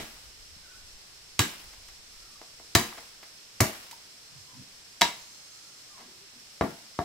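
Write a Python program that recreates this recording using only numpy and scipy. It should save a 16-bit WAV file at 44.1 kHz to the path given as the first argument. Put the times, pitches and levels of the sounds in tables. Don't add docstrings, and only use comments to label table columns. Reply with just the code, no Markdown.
import sys
import numpy as np
from scipy import signal
from scipy.fft import rfft, irfft
from scipy.io import wavfile
from scipy.ndimage import uniform_filter1d

SR = 44100
rng = np.random.default_rng(int(sys.argv[2]) if len(sys.argv) > 2 else 0)


def unload_audio(sound):
    columns = np.transpose(np.atleast_2d(sound))
    steps = np.round(np.clip(columns, -1, 1) * 32767)
    wavfile.write(sys.argv[1], SR, steps.astype(np.int16))


N = 310464
SIZE = 65536
AGE = np.arange(SIZE) / SR
HZ = np.arange(SIZE // 2 + 1) * SR / SIZE
TIME = np.arange(N) / SR
SCENE_HZ = np.arange(N // 2 + 1) * SR / N

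# [t/s, splitting time/s, strength/dB, sharpness of the bite f/Hz, bass/dB,
# struck spot's band f/Hz, its boost or cut/dB, echo/dB, thud/dB, note of the cut piece f/Hz, note/dB]
BLOWS = [(-.045, 0.003, -11, 8000, 6.5, 450, -2, 9, -28, 225, -36),
         (1.3918, 0.003, -0.4, 11800, -1.5, 610, -7, 0.5, -19, 1635, -22),
         (2.7500, 0.0045, 3.4, 13400, 0.5, 600, -6, -0.5, -17.5, 353, -18),
         (3.6041, .0051, .5, 15000, 2.4, 3540, -7.5, 0, -15.5, 660, -21.5),
         (5.0110, .0017, -2.5, 8100, -10, 990, 0.5, 3.5, -55, 194, -27.5),
         (5.0167, 0.0019, -0.9, 7500, -12.5, 3920, 7, -3.5, -50, 949, -17),
         (6.6100, 0.0033, 3, 1000, -1, 2730, -5.5, -0.5, -42, 297.5, -23.5),
         (6.9890, 0.0032, -1, 950, -2.5, 2500, -6.5, -5.5, -57, 707, -29)]
# [f/Hz, width/Hz, level/dB]
CULM_MODES = [(151, 35, 3.5), (221, 4.5, 4.5), (315, 87, 5), (380, 18, 0), (474.8, 15, 11),
              (508, 120, -6.5), (682, 100, 5.5), (814, 8.8, 0), (980, 11, -2.5), (1168, 25, 2),
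              (1560, 220, -5), (1640, 26, 9.5), (1904, 18, 2), (1836, 39, -3.5), (2070, 130, 6),
              (2260, 13, 5.5), (2430, 21, -2.5), (2750, 740, -0.5), (3000, 82, 3.5), (3550, 46, -5),
              (3780, 11, 6), (3894, 64, 9), (4050, 46, 0), (4670, 64, 4.5), (5660, 170, 2),
              (7230, 390, 2.5), (9340, 1400, -7)]


def from_db(db):
    return 10 ** (np.asarray(db) / 20)


def rms_one(x):
    return x / np.sqrt(np.mean(x ** 2) + 1e-20)


def at_hz(points, hz):
    f, value = np.transpose(points)
    return np.interp(np.log(hz + 1), np.log(f), value)


def add(out, s, sound):
    at = int(round(s * SR))
    first, last = max(at, 0), min(at + sound.shape[-1], N)
    out[:, first:last] += sound[..., first - at:last - at]


def drift(rate, size=N):
    knots = rng.standard_normal(4096)
    return rms_one(np.interp(np.arange(size) / SR * rate, np.arange(len(knots)), knots))


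def humps(modes):
    return sum(db / (1 + ((HZ - hz) / (width / 2)) ** 2) for hz, width, db in modes)


def ringing(curve_db):
    cepstrum = irfft(np.log(from_db(curve_db)))
    cepstrum[1:SIZE // 2] *= 2
    cepstrum[SIZE // 2 + 1:] = 0
    return np.exp(rfft(cepstrum))


def noise(curve_db):
    # [f/Hz, likeness 0-1]
    likeness = [(60, 0.7), (180, 0.88), (550, 0.43), (1650, 0), (4970, 0), (15000, 0)]
    mid, side = rfft(rng.standard_normal((2, N)))
    alike = np.clip(at_hz(likeness, SCENE_HZ), 0, 1)
    both = np.sqrt(1 + alike) * mid + np.sqrt(1 - alike) * side * [[1], [-1]]
    return rms_one(irfft(both * from_db(np.interp(SCENE_HZ, HZ, curve_db)), N))


def grove(echo_db, near_t60=0.26, far_t60=0.6, far_db=-15, close_t60=0.031, close_db=0.98, lumps_db=1.0,
          width=0.91, far_low_hz=420, far_high_hz=3800, bass_db=3, bass_hz=900, lag_samples=0.84):
    mid, side = rng.standard_normal((2, SIZE)) * from_db(lumps_db * drift(2500, size=SIZE))
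    side = width * irfft(rfft(side) * HZ / (HZ + 400))
    echoes = (mid + side * [[1], [-1]]) * (1 - np.exp(-AGE / 0.00064))
    near_fade = from_db(-60 * AGE / near_t60)
    smear_fade = from_db(close_db - 60 * AGE / close_t60)
    near = echoes * (near_fade + smear_fade)
    far_band = 1j * HZ / (far_low_hz + 1j * HZ) / (1 + 1j * HZ / far_high_hz)
    far = rfft(echoes * from_db(far_db - 60 * AGE / far_t60)) * far_band
    bass = 1 + (from_db(bass_db) - 1) / (1 + 1j * HZ / bass_hz)
    scatter = (rfft(near) * bass + far) / np.sqrt(np.sum(near ** 2) / 2)
    straight = np.exp(-2j * np.pi * HZ / SR * lag_samples * np.array([[0], [1]]))
    return straight * (1 + from_db(echo_db) * scatter) / np.sqrt(1 + from_db(2 * echo_db))


def evened(path, span_hz=130):
    power = uniform_filter1d(np.abs(path.mean(0)) ** 2, max(int(span_hz * SIZE / SR), 3))
    return path * ringing(-10 * np.log10(np.maximum(power, 1e-6)))


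def still_air(level_db=-56.5):
    # [f/Hz, relative level/dB per Hz]
    air_spectrum = [(59, -8.5), (100, 0), (252, -6), (295, -4.5), (923, -5.5), (1260, -4.5), (1740, -3),
                    (3430, -1), (4000, -3), (5200, -46), (8800, -120)]
    return from_db(level_db) * noise(at_hz(air_spectrum, HZ))


def insect_chorus(level_db=-52, shimmer_db=0.56):
    # [f/Hz, relative level/dB per Hz]
    chorus_spectrum = [(2350, -53), (4000, -5.5), (4230, -1.5), (4640, -2.5), (5400, 2.5), (5910, -4.5),
                       (6440, -4.5), (6850, -9), (7500, -5), (8310, -7.5), (8940, -11.5), (10200, -12.5),
                       (14600, -19.5), (15500, -24)]
    return from_db(level_db + shimmer_db * drift(25)) * noise(at_hz(chorus_spectrum, HZ))


def breeze(start_db=-56, sag_db_per_s=2.5, ends_s=2.05, extra_fall_db_per_s=7, calm_db=-76, gust_db=4):
    # [f/Hz, relative level/dB per Hz]
    rumble_spectrum = [(15, -2.5), (30, -3), (60, -3), (100, -13.5), (200, -46), (600, -70)]
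    sinking_db = start_db - sag_db_per_s * TIME
    sinking_db = sinking_db - extra_fall_db_per_s * np.maximum(TIME - ends_s, 0)
    wind_db = np.maximum(sinking_db, calm_db)
    gusts = rms_one(noise(at_hz(rumble_spectrum, HZ)) * from_db(gust_db * drift(21)))
    return from_db(wind_db) * gusts


def buzzing(rise_db_per_s=102, sag_db_per_s=7.5, fall_db_per_s=61):
    # [f/Hz, width/Hz, relative level/dB]
    buzz_partials = [(4260, 120, 4), (5360, 150, -9), (6330, 110, 7), (7320, 190, 2.5), (9600, 400, -9)]
    # [t/s at full voice, hold/s, level/dB]
    bursts = [(4.25, 0.33, -63.5), (5.2, 0.75, -54.5)]
    level = 0
    for s, hold, db in bursts:
        age = TIME - s
        swell_db = rise_db_per_s * np.minimum(age, 0)
        sag_db = sag_db_per_s * np.clip(age, 0, hold)
        stop_db = fall_db_per_s * np.maximum(age - hold, 0)
        level = level + from_db(db + swell_db - sag_db - stop_db)
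    spectrum = sum(from_db(db) / (1 + ((HZ - hz) / (width / 2)) ** 2) for hz, width, db in buzz_partials)
    return level * noise(20 * np.log10(spectrum))


def far_tones(waver=0.029, waver_hz=18, flutter_db=3, echo_db=1):
    # [t/s, length/s, start f/Hz, end f/Hz, level/dB]
    whistles = [(.62, 0.22, 1450, 1514, -60), (2.12, 0.27, 1310, 1212, -63), (4.46, .09, 1150, 897, -58.5),
                (5.45, .34, 1325, 1274, -65), (5.9, 0.11, 1180, 1060, -56.5)]
    # [t/s, length/s, f/Hz, level/dB]
    hums = [(4.295, .15, 138, -54), (4.53, .08, 140, -50), (4.53, .12, 228, -55), (5.95, .34, 370, -65),
            (5.93, .2, 215, -58), (6.33, .07, 202, -60)]
    steady = [(s, length, hz, hz, db) for s, length, hz, db in hums]
    out, path = np.zeros((2, N)), evened(grove(echo_db))
    for s, length, start_hz, end_hz, db in whistles + steady:
        part = np.clip(AGE / length, 0, 1)
        glide = start_hz + (end_hz - start_hz) * part
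        hz = glide + (waver_hz + waver * start_hz) * drift(107.4, size=SIZE)
        tone = np.sin(2 * np.pi * np.cumsum(hz) / SR) * np.sqrt(4 * part * (1 - part))
        fluttering = tone * from_db(db + flutter_db * drift(58, size=SIZE))
        add(out, s, irfft(rfft(fluttering) * path))
    return out


def leaves(rise_s=0.0067, settle_s=0.14, flutter_db=1.5, shake_db=-29.98, follows_thud=0.37):
    # [f/Hz, relative level/dB per Hz]
    rustle_spectrum = [(200, -8), (1000, 0), (3000, 0.5), (6000, -7), (10000, -6.5), (15000, -10)]
    shake = 0
    for s, *_, thud_db, _, _ in BLOWS:
        age = np.maximum(TIME - s, 0)
        jolt = from_db(shake_db + follows_thud * thud_db)
        shake = shake + jolt * (1 - np.exp(-age / rise_s)) * np.exp(-age / settle_s)
    return shake * rms_one(noise(at_hz(rustle_spectrum, HZ)) * from_db(flutter_db * drift(300)))


def crack(length, count=5, rise=.3):
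    age = AGE[:SIZE // 16]
    snaps = rng.standard_normal(len(age)) * (age / length) ** rise * np.exp(-(age / length) ** 2)
    for _ in range(count):
        flat = irfft(np.exp(1j * np.angle(rfft(snaps))))
        snaps = flat * np.exp(-(age / (1.48 * length)) ** 6)
    return rfft(snaps / np.sqrt(np.sum(snaps ** 2)), SIZE)


def knocks(echo_db=-3, depth_db=30):
    # [t/s, contact/s, energy/dB, centre f/Hz, spread/octaves]
    touches = [(0.556, .008, -9, 168, 0.63), (1.729, 0.014, -16.5, 1460, 1.9),
               (1.882, 0.0099, -17.5, 2000, 1.9), (2.4141, 0.0033, -6.5, 596, 1.36),
               (2.5968, 0.0048, -10.5, 520, 1.2), (2.924, 0.0064, -3, 1140, 0.63),
               (2.974, 0.017, -4, 820, 1.48), (3.2269, .012, -11, 960, 1.8), (3.91, 0.0068, -12, 2960, 1.9),
               (3.927, 0.0055, 2, 925, 0.13), (5.973, 0.053, -8.5, 780, 1.3)]
    out, body_db = np.zeros((2, N)), humps(CULM_MODES)
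    for s, length, db, hz, octaves in touches:
        nearness = np.exp(-(np.log2((HZ + 1) / hz) / (2 * octaves)) ** 2)
        wood = ringing(db + depth_db * (nearness - 1) + body_db)
        add(out, s, irfft(wood * evened(crack(length) * grove(echo_db))))
    return out


def bite(hz, strength_db, sharp_hz, bass_db, spot_hz, spot_db,
         slope_db_per_octave=10.5, bass_hz=410, spot_octaves=.55):
    dull_db = slope_db_per_octave * np.log2(1 + (hz / sharp_hz) ** 4) / 4
    near_spot = np.exp(-(np.log2((hz + 1) / spot_hz) / spot_octaves) ** 2)
    return strength_db - dull_db + bass_db / (1 + (hz / bass_hz) ** 2) + spot_db * near_spot


def splinters(uneven_db=3, spacing_hz=190):
    places = np.arange(400) * spacing_hz
    return uneven_db * np.interp(HZ, places, rng.standard_normal(len(places))) * HZ / (HZ + 1200)


def singing(notes, length, waver_db=3, waver_hz=22):
    rings = 0
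    for hz, t60, db in notes:
        wavering_hz = hz + waver_hz * np.sqrt(hz / 1000) * drift(148, size=SIZE)
        turns = np.cumsum(wavering_hz) / SR
        level = from_db(db - 60 * AGE / t60 + waver_db * drift(123, size=SIZE))
        rings = rings + level * np.sin(2 * np.pi * turns)
    return rings * (1 - np.exp(-AGE / length))


def thud(hz=113, rise_s=0.016, swell=5.3, lag_s=0.00043):
    age = np.maximum(AGE - lag_s, 0)
    swing = (age / rise_s * np.exp(1 - age / rise_s)) ** swell * np.exp(-(age / 0.032) ** 4)
    return np.sin(2 * np.pi * hz * age) * swing


def chops(low_cut_hz=74, note_echo_db=-9, note_db=-2, piece_t60_s=0.17):
    # [f/Hz, energy/dB]
    clean_cut = [(100, 21.5), (300, 16.5), (680, 17), (1050, 16.5), (2100, 15), (4000, 13.5), (8000, 11),
                 (14000, 4.5)]
    # [f/Hz, t60/s, level/dB before bite and note_db]
    stem_notes = [(217.3, 0.29, -31.5), (303.7, 0.21, -28.5), (384.2, 0.23, -32.5), (687, 0.14, -25.5),
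                  (954.5, 0.12, -28), (1170, 0.12, -26), (1800, 0.13, -29), (2294, 0.31, -32.5)]
    out = np.zeros((2, N))
    low_cut_db = 10 * np.log10(1 + (low_cut_hz / (HZ + 10)) ** 8)
    body_db = at_hz(clean_cut, HZ) + humps(CULM_MODES) - low_cut_db
    for s, length, *stroke, echo_db, thud_db, piece_hz, piece_db in BLOWS:
        wood = ringing(body_db + splinters() + bite(HZ, *stroke))
        split = irfft(wood * evened(crack(length) * grove(echo_db)))
        notes = [(hz, t60, db + bite(hz, *stroke)) for hz, t60, db in stem_notes]
        notes.append((piece_hz, piece_t60_s, piece_db))
        tone = from_db(note_db) * irfft(rfft(singing(notes, length)) * grove(note_echo_db))
        add(out, s, split + tone + from_db(thud_db) * thud())
    return out


def scene():
    background = still_air() + insect_chorus() + breeze()
    return background + buzzing() + far_tones() + leaves() + knocks() + chops()


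def record(dry, ceiling=.8, cutoff_hz=15700):
    # [f/Hz, left minus right/dB]
    mic_balance = [(60, 0), (200, 1.6), (400, 4), (1300, 1.5), (2400, 1.7), (4500, -2), (8000, -2),
                   (13000, 1.5)]
    balance_db = at_hz(mic_balance, SCENE_HZ)
    heard = irfft(rfft(dry) * from_db(balance_db * np.array([[.5], [-.5]])), N)
    rounded = heard / (1 + (heard / ceiling) ** 4) ** (1 / 4)
    top_cut = signal.ellip(10, .1, 80, cutoff_hz, fs=SR, output="sos")
    return signal.sosfilt(top_cut, rounded)


dry = scene()
out = record(dry)
unload_audio(out)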